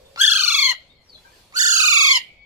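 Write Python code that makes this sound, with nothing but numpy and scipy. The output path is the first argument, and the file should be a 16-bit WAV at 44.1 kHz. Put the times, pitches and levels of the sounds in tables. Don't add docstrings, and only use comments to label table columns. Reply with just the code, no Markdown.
import sys
import numpy as np
from scipy import signal
from scipy.fft import rfft, irfft
from scipy.io import wavfile
from scipy.ndimage import uniform_filter1d

SR = 44100
rng = np.random.default_rng(int(sys.argv[2]) if len(sys.argv) > 2 else 0)


def unload_audio(sound):
    columns = np.transpose(np.atleast_2d(sound))
    steps = np.round(np.clip(columns, -1, 1) * 32767)
    wavfile.write(sys.argv[1], SR, steps.astype(np.int16))


def makeup_ratio(level_db):
    decades = np.asarray(level_db, float) / 20
    return 10 ** decades


N = 108045


def evened(x):
    return x / np.sqrt(np.mean(abs(x) ** 2) + 1e-20)


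def read(points, hz):
    f, value = np.transpose(points)
    return np.interp(np.log(hz + 1), np.log(f + 1), value)


def envelope(points, t):
    return np.interp(t, *np.transpose(points))


def smooth_noise(shape, hz):
    pole = np.exp(-2 * np.pi * hz / SR)
    z = rng.standard_normal(shape) + 1j * rng.standard_normal(shape)
    return evened(signal.lfilter([1], np.poly([pole] * 3), z))


def throbbing_pitch(curve, t, along):
    s, throbs, crest_hz, trough_hz = np.transpose(curve)
    turn = np.interp(t, s, throbs) % 1
    fall = np.clip(0.4 + 0.5 * along, 0.2, 0.8)
    phase = np.where(turn < fall, turn / fall, (1 - turn) / (1 - fall))
    low = np.sin(np.pi / 2 * phase) ** 2
    floor_hz = np.interp(t, s, trough_hz)
    hz = np.interp(t, s, crest_hz) * (1 - low) + floor_hz * low
    return hz * (1 + 0.003 * smooth_noise(len(t), 84).real), floor_hz


def syrinx(curve, t, along):
    pitch_hz, floor_hz = throbbing_pitch(curve, t, along)
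    k = np.arange(1, 17)[:, None]
    hz = k * pitch_hz
    cycles = k * np.cumsum(pitch_hz) / SR + 0.0875 * k ** 3.0
    wave = np.exp(2j * np.pi * cycles) * (hz < SR / 2.6)
    wave = wave * makeup_ratio(2.2 * smooth_noise(wave.shape, 62).real)
    snap_db = 0.0356 * (pitch_hz - floor_hz) * along ** 2
    warm_up_db = -20 * np.clip(1 - (t - curve[0][0]) / 0.042, 0, 1) ** 0.5
    return hz, wave * makeup_ratio((snap_db + warm_up_db) * (k > 1))


def pipe_gain(pipe, mid_db, dips, hz, along):
    power, dip_db = 0, 0
    for (f, half_hz, early_db, late_db), bulge_db in zip(pipe, mid_db):
        peak_db = early_db + (late_db - early_db) * along + 4.6 * bulge_db * along * (1 - along)
        power = power + (makeup_ratio(peak_db) / (1 + ((hz - f) / half_hz) ** 2) ** 1.6) ** 2
    for f, half_hz, early_db, late_db in dips:
        depth_db = np.minimum(early_db + (late_db - early_db) * along, 0)
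        dip_db = dip_db + depth_db / (1 + ((hz - f) / half_hz) ** 2)
    return np.sqrt(power) * makeup_ratio(dip_db)


# f/Hz, level/dB
RASP_FLOOR = [
    [(1800, -54), (2900, -42.5), (5000, -34.5), (8000, -39.5), (11500, -36), (15500, -45.5)],
    [(1800, -50), (2900, -27), (6500, -34), (8000, -38.5), (11500, -38.5), (15500, -38.5)],
]


def screech(curve, effort, pipes, mid_db, dips, lead):
    start_s, end_s = curve[0][0], curve[-1][0]
    at = np.arange(round(start_s * SR), round(end_s * SR))
    t = at / SR
    along = (t - start_s) / (end_s - start_s)
    hz, wave = syrinx(curve, t, along)
    k = np.arange(1, 17)[:, None]
    rasp_hz, rasp_same = 550, 0.5
    shared = smooth_noise(wave.shape, rasp_hz)
    depth = makeup_ratio(-19) * np.minimum(k / 3, 1)
    drift = np.clip(1.277 * along - 0.25, 0, 1)
    loudness = makeup_ratio(envelope(effort, t)) * np.minimum((end_s - t) / 0.0071, 1)
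    out = np.zeros((2, N))
    for side, pipe in enumerate(pipes):
        own = smooth_noise(wave.shape, rasp_hz)
        rasp = rasp_same * shared + np.sqrt(1 - rasp_same ** 2) * own
        gain = pipe_gain(pipe, mid_db[side], dips[side], hz, drift)
        tones = gain * wave * (1 + depth * rasp)
        tones = tones + makeup_ratio(read(RASP_FLOOR[side], hz)) * wave * rasp
        tones = tones * np.exp(1j * (1 - side) * read(lead, hz))
        out[side, at] = tones.sum(0).real * loudness
    return out


# t/s, throbs done, crest f/Hz, trough f/Hz
FIRST_PITCH = [(.172, -2.2, 1320, 1290), (.196, -1.5, 1480, 1400), (.216, -1, 1670, 1575),
               (.246, 0, 1785, 1520), (.323, 2, 1690, 1310), (.401, 4, 1575, 1215), (.563, 8, 1325, 1100),
               (.65, 10, 1120, 1042), (.7, 11.1, 1066, 1000), (.738, 12, 930, 920)]
# t/s, level/dB
FIRST_EFFORT = [(0.17, -13), (0.193, 0), (0.21, 5.5), (0.253, -0.5), (.33, -1), (.45, -4.5), (.6, -5.5),
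                (0.718, -10), (0.739, -39)]
# f/Hz, half width/Hz, early level/dB, late level/dB
FIRST_LEFT_PIPE = [(1510, 720, -28, -30.5), (2350, 1070, -13, -7), (3420, 186, -3.5, -13),
                   (4322, 233, -7.5, -2), (5736, 310, -13, -25.5), (6000, 230, -39, -35.5)]
FIRST_RIGHT_PIPE = [(1730, 1320, -23.5, -24), (2180, 190, -7.5, -9), (3207, 250, -8.5, -10),
                    (3800, 1600, -22, -19), (6523, 400, -20.5, -14.5), (8510, 700, -30.5, -40)]
FIRST_MID_DB = [
    [.3, -3, -1, 0.25, .3, .3],
    [.3, -0.27, .3, .3, 0.33, 0.38],
]
# f/Hz, half width/Hz, early level/dB, late level/dB
FIRST_DIPS = [
    [(1500, 81, 2.5, 1), (2640, 240, -12.5, -2), (5180, 220, -5.5, -6.5)],
    [(1510, 49, -10.5, 14), (2970, 200, -7.5, -3), (5200, 370, 3, -4.5)],
]
# f/Hz, lead/rad
FIRST_LEAD = [(1800, .6), (3360, 3.1), (3800, 2.1), (5900, 1.1), (6500, 2.4)]


def first_screech():
    pipes = FIRST_LEFT_PIPE, FIRST_RIGHT_PIPE
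    return screech(FIRST_PITCH, FIRST_EFFORT, pipes, FIRST_MID_DB, FIRST_DIPS, FIRST_LEAD)


# t/s, throbs done, crest f/Hz, trough f/Hz
SECOND_PITCH = [(1.528, -2, 800, 800), (1.546, -1.6, 1330, 1290), (1.568, -1, 1510, 1430),
                (1.602, 0, 1835, 1460), (1.676, 2, 1815, 1420), (1.746, 4, 1650, 1345),
                (1.82, 6, 1530, 1235), (2.068, 12, 1265, 1068), (2.112, 13, 1150, 1035),
                (2.156, 14, 1055, 1000), (2.196, 15, 930, 880)]
# t/s, level/dB
SECOND_EFFORT = [(1.53, -28), (1.557, -6), (1.602, 1.5), (1.801, 0.5), (1.998, -3), (2.175, -7.5),
                 (2.194, -34)]
# f/Hz, half width/Hz, early level/dB, late level/dB
SECOND_LEFT_PIPE = [(1994, 1300, -17.5, -12.5), (2250, 290, -42.5, -7), (3410, 370, -12.5, -11.5),
                    (4466, 450, -17, -10), (5330, 180, -76, -3), (7220, 1400, -30, -43)]
SECOND_RIGHT_PIPE = [(1830, 770, -17.5, -16.5), (2249, 300, -4.5, -5.5), (2990, 770, -31, -4.5),
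                     (4370, 880, -15.5, -19), (6707, 583, -11, -14), (9330, 580, -28.5, -31.5)]
SECOND_MID_DB = [
    [.3, .3, -0.85, .3, .3, 0.33],
    [.3, 0.5, -1, 0.33, .3, 0.43],
]
# f/Hz, half width/Hz, early level/dB, late level/dB
SECOND_DIPS = [
    [(1614, 100, -2, -19.5), (3130, 290, -18.5, 13), (3980, 140, 3, -1.5)],
    [(1680, 110, -3.5, -13.5), (3200, 67, -12, 2), (4160, 600, -2, -7)],
]
# f/Hz, lead/rad
SECOND_LEAD = [(1400, -0.27), (2330, -1.07), (3100, 2.5), (4130, 2.1), (4900, -0.8)]


def second_screech():
    pipes = SECOND_LEFT_PIPE, SECOND_RIGHT_PIPE
    return screech(SECOND_PITCH, SECOND_EFFORT, pipes, SECOND_MID_DB, SECOND_DIPS, SECOND_LEAD)


# t/s, level/dB, decay/s
CLICKS = [
    (.16, -40, .005),
    (.176, -41, .012),
    (1.524, -50, .006),
    (.727, -38, .008),
    (1.178, -55, .005),
]
# f/Hz, level/dB
CLICK_TONE = [(400, 2), (1000, 16.5), (4400, 11), (8000, -9), (15000, -24)]


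def beak():
    t = np.arange(N) / SR
    level = np.zeros(N)
    for s, db, decay_s in CLICKS:
        level += makeup_ratio(db) * (t >= s) * np.exp(-np.maximum(t - s, 0) / decay_s)
    spectrum = rfft(level * rng.standard_normal(N))
    puffs = irfft(spectrum * makeup_ratio(read(CLICK_TONE, np.fft.rfftfreq(N, 1 / SR))), N)
    return puffs * np.ones((2, 1))


# delay/s, left level/dB, right level/dB
BOUGHS = [
    (.0011, -19, -15),
    (.0027, -19.5, -17),
    (.0062, -17.5, -18),
    (0.0139, -16, -22.5),
    (0.02, -28, -24.5),
]


def boughs(x):
    out = np.zeros(x.shape)
    for s, left_db, right_db in BOUGHS:
        out += makeup_ratio([[left_db], [right_db]]) * np.roll(x, round(s * SR), 1)
    return out


def tree_echo(x, decays):
    length, gap = SR // 2, 20
    taps = np.zeros((2, length))
    at = np.arange(200, length - gap, gap)
    at = at + rng.integers(0, gap, (2, len(at)))
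    np.put_along_axis(taps, at, rng.choice([-1., 1.], at.shape), 1)
    hz, t, z = signal.stft(taps, SR, nperseg=256)
    decay_db = -60 * t / read(decays, hz)[:, None]
    tail = signal.istft(z * makeup_ratio(decay_db), SR, nperseg=256)[1]
    return signal.fftconvolve(x, tail / np.linalg.norm(tail[0]), axes=1)[:, :N]


# f/Hz, t60/s
TREES = [(900, 0.15), (2200, 0.22), (3100, 0.24), (6000, 0.12), (12000, 0.16)]


def near_trees(near, far):
    return tree_echo(makeup_ratio(-12.5) * near + makeup_ratio(-2) * far, TREES)


# f/Hz, t60/s
FAR_TREES = [(900, 0.25), (1500, 0.58), (2300, 0.7), (4400, 0.5), (6500, 0.23), (12000, 0.45)]


def far_trees(near):
    return tree_echo(makeup_ratio(-31) * near, FAR_TREES)


def wall(x):
    delay_s, level_db, smear_s, band_hz = 0.31, -44, 0.03, (1800, 4600)
    t = np.arange(4000) / SR
    smear = rng.standard_normal((2, len(t))) * np.exp(-t / smear_s)
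    smear = signal.sosfilt(signal.butter(2, band_hz, "bandpass", fs=SR, output="sos"), smear)
    heard = signal.fftconvolve(x, smear / np.linalg.norm(smear[0]) / 3, axes=1)
    return makeup_ratio(level_db) * np.pad(heard, ((0, 0), (round(delay_s * SR), 0)))[:, :N]


# t/s, length/s, from f/Hz, to f/Hz, level/dB
FAR_NOTES = [(-.05, 0.27, 494.3, 577, -56), (0.047, 0.031, 3580, 3584, -61),
             (0.89, 0.042, 3600, 3810, -58.5), (1.109, 0.04, 4230, 3520, -59),
             (1.068, 0.044, 5500, 4700, -59), (1.087, .085, 4700, 3930, -49.5),
             (1.136, 0.022, 3900, 3470, -61), (1.151, 0.012, 3420, 3400, -51),
             (1.246, 0.017, 1540, 1580, -54), (1.251, 0.031, 924, 943, -55.5),
             (1.277, 0.12, 955, 1043, -69), (1.038, 0.033, 5800, 5840, -67),
             (1.258, 0.061, 2350, 2410, -65.5), (1.318, 0.037, 1736, 1744, -61),
             (1.342, 0.049, 1576, 1567, -67), (2.246, 0.059, 2275, 2274, -51.5),
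             (2.319, 0.035, 2188, 2320, -57.5), (2.377, 0.069, 2228, 2264, -53.5)]


def far_birds():
    t, out = np.arange(N) / SR, np.zeros(N)
    fuzz = 1 + 0.6 * smooth_noise(N, 120)
    for s, length_s, from_hz, to_hz, db in FAR_NOTES:
        u = np.clip((t - s) / length_s, 0, 1)
        glide = np.exp(2j * np.pi * np.cumsum(from_hz + (to_hz - from_hz) * u) / SR)
        swell = np.sin(np.pi * u) ** 0.5 * (u < 1) * (u > 0)
        out += makeup_ratio(db) * np.sqrt(2) * swell * (glide * fuzz).real
    return out * makeup_ratio([[2], [-2]])


# f/Hz, level/dB per Hz
AIR = [(15, -27), (30, 1), (299, -12), (572, -8.5), (1590, -19), (2200, -15), (4330, -10.5), (5820, -17),
       (15800, -25)]
# t/s, level/dB
RUSTLE = [(0, -5), (0.141, -3), (0.801, -5.5), (.97, -14.5), (1.051, -10.5), (1.2, -3), (1.4, 0),
          (1.499, -4), (2.2, -0.5), (2.45, -26)]
# f/Hz, share
SAME = [(40, .9), (300, .75), (700, .7), (1500, .4), (3000, .1)]


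def air():
    frames, hz = N // 256 + 5, np.fft.rfftfreq(1024, 1 / SR)
    a, b, c, d, patches = rng.standard_normal((frames, 513, 5)).T
    patches = evened(uniform_filter1d(uniform_filter1d(patches, 6, 0), 10, 1))
    hiss_db = envelope(RUSTLE, np.arange(frames) * 256 / SR) * np.clip(hz / 3000, 0, 1)[:, None]
    same = np.clip(read(SAME, hz), -1, 1)[:, None]
    left = a + 1j * b
    right = same * left + np.sqrt(1 - same ** 2) * (c + 1j * d)
    z = np.array([left, right]) * makeup_ratio(read(AIR, hz)[:, None] + 2 * patches + hiss_db)
    return makeup_ratio(-55.5) * evened(signal.istft(z, nperseg=1024, noverlap=768)[1][:, :N])


# start t/s, end t/s, from f/Hz, to
# f/Hz, half width/Hz
MASKED = [(.243, .7, 2280, 1500, 310), (1.585, 2.19, 2400, 1450, 310), (.245, .4, 1060, 980, 90),
          (1.585, 1.65, 1000, 1000, 170), (1.65, 2.1, 1100, 830, 70), (.54, .69, 3020, 2750, 150),
          (1.58, 1.79, 4120, 3650, 130), (1.84, 2.15, 3280, 2650, 150), (.225, .5, 13300, 12000, 1000),
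          (.5, .735, 11700, 10200, 550), (.2, .4, 15300, 14200, 400), (.22, .33, 9300, 9200, 200),
          (1.6, 1.92, 13450, 13600, 900), (1.92, 2.17, 13100, 12100, 600), (1.54, 2.17, 11000, 10700, 300),
          (1.62, 1.685, 11200, 11200, 500), (1.825, 1.945, 7900, 7900, 260), (1.94, 2.12, 8450, 8500, 170),
          (2.08, 2.17, 8750, 8800, 160), (0, .17, 15700, 15500, 800), (.74, 1.55, 15700, 15500, 700),
          (2.2, 2.5, 15700, 15500, 800)]
# t/s, threshold at 12 kHz/deviations
SPARSE = [(0, -1.3), (.7, -1.3), (.8, .2), (1, .6), (1.06, -.8), (1.2, -1.2), (2.2, -1.2), (2.45, -.4)]


def masked(x):
    lost_db = -55
    hz, t, z = signal.stft(x, SR, nperseg=1024, noverlap=768)
    hz = hz[:, None]
    edge = 0.25 * evened(uniform_filter1d(rng.standard_normal((2, len(MASKED), len(t))), 5))
    db = np.zeros(z.shape)
    for k, (start_s, end_s, from_hz, to_hz, half_hz) in enumerate(MASKED):
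        centre_hz = from_hz + (to_hz - from_hz) * (t - start_s) / (end_s - start_s)
        reach_hz = half_hz + min(half_hz, 700) * edge[:, k, None]
        db += lost_db * (abs(hz - centre_hz) < reach_hz) * (t > start_s) * (t < end_s)
    strips = rng.standard_normal(z.shape[1:])
    strips = uniform_filter1d(strips, size=11, axis=1)
    strips = evened(uniform_filter1d(strips, size=7, axis=0))
    threshold = envelope(SPARSE, t) + 0.1 * (hz / 1000 - 12)
    db += lost_db * (strips < threshold) * (hz > 5200)
    return signal.istft(z * makeup_ratio(db), SR, nperseg=1024, noverlap=768)[1][:, :N]


def late(x, lag_samples):
    return np.array([np.roll(x[0], lag_samples), x[1]])


def scene():
    near = late(first_screech() + second_screech() + beak(), 8)
    far = late(far_birds(), 20)
    echoes = boughs(near) + near_trees(near, far) + far_trees(near) + wall(near)
    return near + far + echoes + air()


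def top_cut(x):
    return signal.sosfilt(signal.butter(12, 15650, fs=SR, output="sos"), x)


def record(dry):
    rounded = np.tanh(dry / 1.286) * 1.308
    return top_cut(masked(rounded))


dry = scene()
out = record(dry)
unload_audio(out)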